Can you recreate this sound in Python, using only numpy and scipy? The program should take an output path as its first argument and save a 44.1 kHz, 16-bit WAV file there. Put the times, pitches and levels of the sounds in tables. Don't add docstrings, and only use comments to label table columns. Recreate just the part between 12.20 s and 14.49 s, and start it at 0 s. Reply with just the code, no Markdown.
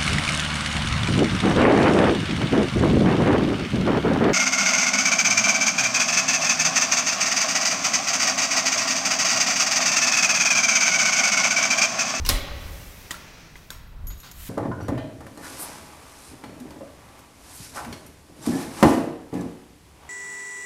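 import sys
import numpy as np
from scipy import signal
from scipy.fft import rfft, irfft, next_fast_len
from scipy.io import wavfile

SR = 44100
rng = np.random.default_rng(int(sys.argv[2]) if len(sys.argv) > 2 else 0)


def generate_wav(signal):
    frames = np.transpose(np.atleast_2d(signal))
    scaled = np.clip(frames, -1, 1) * 32767
    pcm = np.round(scaled).astype(np.int16)
    wavfile.write(sys.argv[1], SR, pcm)


N = 101033
HIT_SAMPLES = 16384
CONTACT_RISE_S = 0.0004
SMALL_HALL_DB = -10

# start_s, level_db, contact_t60_s, ring_db (re contact)
LATCH_CONTACTS = [(0.05, -31.5, 0.064, -16), (0.0626, -27, 0.11, 1), (0.087, -25, 0.013, -11),
                  (0.0904, -15.5, 0.02, 8.5), (0.0944, -17, 0.064, -25), (0.0974, -26, 0.061, -24.5)]
# mode_hz, level_db, t60_s
LATCH_MODES = [(1071, -17, 0.079), (1446, -16.5, 0.06), (3930, -14, 0.024), (4268, -8.5, 0.024),
               (5100, -1, 0.008), (5710, -14, .035), (7900, -8, 0.0052), (10660, -3.5, 0.013),
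               (11400, -7.5, 0.013), (13280, -6.5, 0.016)]
# freq_hz, level_db
LATCH_COLOUR = [(100, -24), (260, 10.5), (600, -3), (1300, -0.5), (2600, 2.5), (4200, 3.5), (5600, 4),
                (7000, -1.5), (12000, -6), (15500, -6.5)]
# mode_hz, level_db, t60_s
PLATE_MODES = [(1000, -35, .08), (2860, -32, 0.06), (6000, -33, 0.052)]
# mode_hz, level_db, t60_s
DOOR_MODES = [(259, -32.5, 0.3), (1070, -32, 0.18), (1490, -51, 0.98), (3264, -50.5, 0.28),
              (3960, -52, 0.65), (4265, -52.5, 0.73), (5100, -43, 0.3), (5860, -37, 0.39)]
# freq_hz, level_db
LATCH_ECHO_COLOUR = [(100, 13.5), (300, 2), (650, 3), (1500, 2), (2600, 0.5), (4200, 1.5), (5600, -3),
                     (7000, -2.5), (9500, -4.5), (11000, -5.5), (15500, -12)]
LATCH_HALL_DB = -15


def latch():
    direct = np.zeros(N)
    for start_s, level_db, t60_s, ring_db in LATCH_CONTACTS:
        crack = burst(LATCH_COLOUR, t60_s, CONTACT_RISE_S)
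        metal = undb(ring_db) * ring(LATCH_MODES)
        direct += place(undb(level_db) * (crack + metal), start_s)
    first_s = LATCH_CONTACTS[0][0]
    snap_s = max(LATCH_CONTACTS, key=lambda row: row[1] + row[3])[0]
    rings = place(ring(PLATE_MODES), first_s) + place(ring(DOOR_MODES), snap_s)
    blows = [(start_s, level_db + LATCH_HALL_DB) for start_s, level_db, _, _ in LATCH_CONTACTS]
    return direct + rings + hallway(blows, LATCH_ECHO_COLOUR)


# start_s, level_db, contact_t60_s, body_hz, body_db (re level),
# treble_db_per_octave (above 1 kHz), hall_db (re level)
KNOCKS = [(0.9083, -26.5, 0.016, 1906, 4.5, 0.5, -19), (0.91, -26, 0.042, 1230, -6.5, -1.5, -22),
          (0.943, -45.5, 0.067, 1390, 14.5, -4, -7), (1.356, -39, 0.034, 2040, 2, -10, -17.5),
          (1.504, -26, 0.014, 1554, -5.5, 0, -21.5)]
# freq_hz, level_db
KNOCK_COLOUR = [(100, -6), (400, -10), (800, -8), (1500, -11.5), (2600, -10), (3500, 1), (5000, -7),
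                (6500, -4), (8200, -6.5), (10000, -11), (15500, -13)]
# mode_hz, level_db, t60_s
HANDLE_MODES = [(1262, -37, 0.083), (3095, -30, 0.039), (5010, -32, 0.024), (6940, -30, 0.023),
                (8150, -28, .02)]
# mode_hz, level_db, t60_s
PING_MODES = [(5500, -51, 0.39)]
# freq_hz, level_db
KNOCK_ECHO_COLOUR = [(100, -0.5), (500, -7), (1500, 4), (2800, -4), (4000, -2.5), (5200, -7), (8000, -7),
                     (15500, -13)]
BODY_T60_S = 0.03


def knocks():
    direct, blows = np.zeros(N), []
    for start_s, level_db, t60_s, body_hz, body_db, treble_db_per_octave, hall_db in KNOCKS:
        clack = burst(KNOCK_COLOUR, t60_s, CONTACT_RISE_S, treble_db_per_octave)
        body = ring([(body_hz, body_db, BODY_T60_S)])
        direct += place(undb(level_db) * (clack + body), start_s)
        blows.append((start_s, level_db + hall_db))
    handle = place(ring(HANDLE_MODES), KNOCKS[0][0])
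    ping = place(ring(PING_MODES), KNOCKS[-1][0])
    return direct + hallway(blows, KNOCK_ECHO_COLOUR) + handle + ping


# start_s, ring_db, tick_db
TINKLES = [(1.504, -45.5, -52), (1.674, -64, -80), (1.870, -36, -43), (1.874, -40, -51), (1.903, -53, -60),
           (1.939, -59, -67), (1.98, -51, -64), (2.0008, -47, -43.5), (2.1132, -52, -38.5)]
# mode_hz, level_db, t60_s
TINKLE_MODES = [(6736, -10, 0.38), (11740, -2, 0.19), (13620, -9, 0.17)]
# freq_hz, level_db
TICK_COLOUR = [(500, -15), (5000, -6.5), (6800, 1), (9000, -13), (12000, -1.5), (15500, -11)]
TICK_T60_S = 0.056


def tinkles():
    out = np.zeros(N)
    for start_s, ring_db, tick_db in TINKLES:
        metal = undb(ring_db) * ring(TINKLE_MODES, rough=0.79)
        tick = undb(tick_db) * burst(TICK_COLOUR, TICK_T60_S, CONTACT_RISE_S)
        out += place(metal + tick, start_s)
    return out


# start_s, level_db, rise_s, t60_s
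SCUFFS = [(1.9, -45.5, 0.0038, 0.11), (2.028, -43, 0.026, 0.49)]
# freq_hz, level_db
SCUFF_COLOUR = [(200, -14), (700, -1.5), (1350, 3.5), (2200, -2), (2850, -1.5), (3500, -1), (4600, 0.5),
                (5600, -6), (7000, -5.5), (10000, -22), (15500, -28)]
SCUFF_ROUGH_DB, SCUFF_GRAIN_HZ = 1.0, 350


def scuffs():
    direct = np.zeros(N)
    for start_s, level_db, rise_s, t60_s in SCUFFS:
        direct += place(undb(level_db) * burst(SCUFF_COLOUR, t60_s, rise_s), start_s)
    grain = undb(SCUFF_ROUGH_DB * walk(SCUFF_GRAIN_HZ))
    blows = [(start_s, level_db + SMALL_HALL_DB) for start_s, level_db, _, _ in SCUFFS]
    return direct * grain + hallway(blows, SCUFF_COLOUR)


# time_s, level_db
SLEEVE_LEVEL = [(0, -59), (.3, -60), (.42, -51), (.55, -48.5), (.7, -50), (.88, -52), (1.02, -65),
                (1.3, -67), (1.41, -61), (1.48, -60.5), (1.8, -68.5), (1.95, -58), (2.06, -52),
                (2.12, -56.5), (2.2, -44.5), (2.265, -41), (2.29, -41.5)]
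# freq_hz, level_db
SLEEVE_COLOUR = [(200, -29), (1000, -1), (3000, 1.5), (5000, -2.5), (6300, 0), (8000, 1), (10300, -0.5),
                 (12000, 3.5), (14500, 2), (16000, -1.5)]


def sleeve():
    return follow(SLEEVE_LEVEL) * rub(SLEEVE_COLOUR, rough_db=0.6, grain_hz=500)


# time_s, level_db
SWING_LEVEL = [(0, -49.5), (.45, -47.5), (.7, -49.5), (.88, -48), (1.02, -47), (1.22, -48.5), (1.34, -51.5),
               (1.48, -57), (1.75, -75), (2.29, -61)]
# freq_hz, level_db
SWING_COLOUR = [(150, 10), (600, 2.5), (1000, 1.5), (2000, 3), (2500, 4), (3000, -2.5), (4700, -2.5),
                (5400, -1), (5900, 0), (6400, -4.5), (7500, -10.5), (10000, -16), (15500, -19)]


def swish():
    return follow(SWING_LEVEL) * rub(SWING_COLOUR, rough_db=0.77, grain_hz=71)


# time_s, level_db
BUFFET_LEVEL = [(0, -22.5), (.06, -29.5), (.13, -21), (.2, -32), (.33, -33), (.55, -37.5), (.8, -49),
                (1.0, -57), (1.25, -57.5), (1.33, -50), (1.5, -52.5), (1.57, -44.5), (1.68, -46.5),
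                (1.79, -34), (1.89, -32), (1.97, -40), (2.02, -50), (2.12, -54), (2.21, -36), (2.29, -45.5)]
# freq_hz, level_db
BUFFET_COLOUR = [(10, -14.5), (28, 0), (45, -2.5), (80, -7.5), (110, -17.5), (170, -24), (400, -41),
                 (1500, -43), (8000, -98)]
# freq_hz, level_db
AIR_COLOUR = [(30, -6), (150, 3.5), (300, -8), (700, -14.5), (1600, -20), (3500, -24), (6000, -31),
              (15500, -47)]
AIR_DB = -52.5


def moving_air():
    buffet = follow(BUFFET_LEVEL) * noise(BUFFET_COLOUR)
    return buffet + undb(AIR_DB) * noise(AIR_COLOUR)


# freq_hz, t60_s
HALL_T60 = [(100, 2.4), (700, 1.65), (1800, 1.48), (4000, 1.14), (6500, 0.18), (12800, 0.69)]
EARLY_T60_S, EARLY_DB, WALL_LAG_S = 0.27, 5.5, 0.0046


def hallway(blows, colour):
    n, power = next_fast_len(N, True), np.zeros(N)
    for start_s, level_db in blows:
        power[int((start_s + WALL_LAG_S) * SR)] += undb(level_db) ** 2

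    def energy(t60_s):
        pole = np.exp(-2 * np.log(1000) / (t60_s * SR))
        return signal.lfilter([1], [1, -pole], power)

    octave = np.log2(np.arange(n // 2 + 1) * SR / n + 1)
    spectrum = rfft(noise(colour, size=n)) * unit(ripple(len(octave)))
    early = undb(EARLY_DB) ** 2 * energy(EARLY_T60_S)
    out = np.zeros(N)
    for k in range(6, 15):
        band = irfft(spectrum * np.maximum(1 - abs(octave - k), 0), n)[:N]
        tail = energy(over_hz(HALL_T60, 2 ** k))
        out += band * np.sqrt(early + tail)
    return out


HALL_RIPPLE_DB, HALL_RIPPLE_HZ = 2.6, 70


def ripple(size):
    knots_per_s = SR * SR / 2 / size / HALL_RIPPLE_HZ
    return undb(HALL_RIPPLE_DB * walk(knots_per_s, size=size))


def ring(modes, rough=0):
    age_s, out = np.arange(HIT_SAMPLES) / SR, np.zeros(HIT_SAMPLES)
    for hz, level_db, t60_s in modes:
        phase = 2 * np.pi * hz * age_s + rng.uniform(0, 2 * np.pi)
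        flutter = rough * np.cos(phase) * walk(285, size=HIT_SAMPLES)
        out += undb(level_db) * fade(t60_s) * (np.sin(phase) + flutter)
    return out


def burst(colour, t60_s, rise_s, tilt=0):
    rise = np.minimum(np.arange(HIT_SAMPLES) / SR / max(rise_s, 1e-5), 1)
    return noise(colour, tilt, size=HIT_SAMPLES) * fade(t60_s) * rise


def rub(colour, rough_db, grain_hz):
    return unit(noise(colour) * undb(rough_db * walk(grain_hz)))


def noise(colour, tilt=0, size=N):
    n = next_fast_len(size, True)
    hz = np.arange(n // 2 + 1) * SR / n + 1
    octaves = np.log2(np.maximum(hz / 1000, 1))
    gain = undb(over_hz(colour, hz) + tilt * octaves)
    return unit(irfft(rfft(rng.standard_normal(n)) * gain, n)[:size])


def walk(knots_per_s, size=N):
    knots = rng.standard_normal(4096)
    return unit(np.interp(np.arange(size) * knots_per_s / SR, np.arange(len(knots)), knots))


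def fade(t60_s):
    return np.exp(-np.log(1000) * np.arange(HIT_SAMPLES) / SR / max(t60_s, 1e-3))


def follow(curve):
    return undb(np.interp(np.arange(N) / SR, *np.array(curve).T))


def over_hz(points, hz):
    freq_hz, value = np.array(points, float).T
    return np.interp(np.log(np.maximum(hz, 1)), np.log(freq_hz), value)


def place(sound, start_s):
    return np.concatenate([np.zeros(int(start_s * SR)), sound, np.zeros(N)])[:N]


def undb(db):
    return 10 ** (np.asarray(db) / 20)


def unit(x):
    return x / np.sqrt(np.mean(x ** 2))


def scene():
    hardware = latch() + knocks()
    small_sounds = tinkles() + scuffs()
    return (hardware + small_sounds + sleeve() + swish() + moving_air())[None]


TOP_HZ = 15750


def record(dry):
    low_pass = signal.ellip(10, 0.2, 80, TOP_HZ, fs=SR, output="sos")
    return signal.sosfilt(low_pass, dry)


dry = scene()
out = record(dry)
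generate_wav(out)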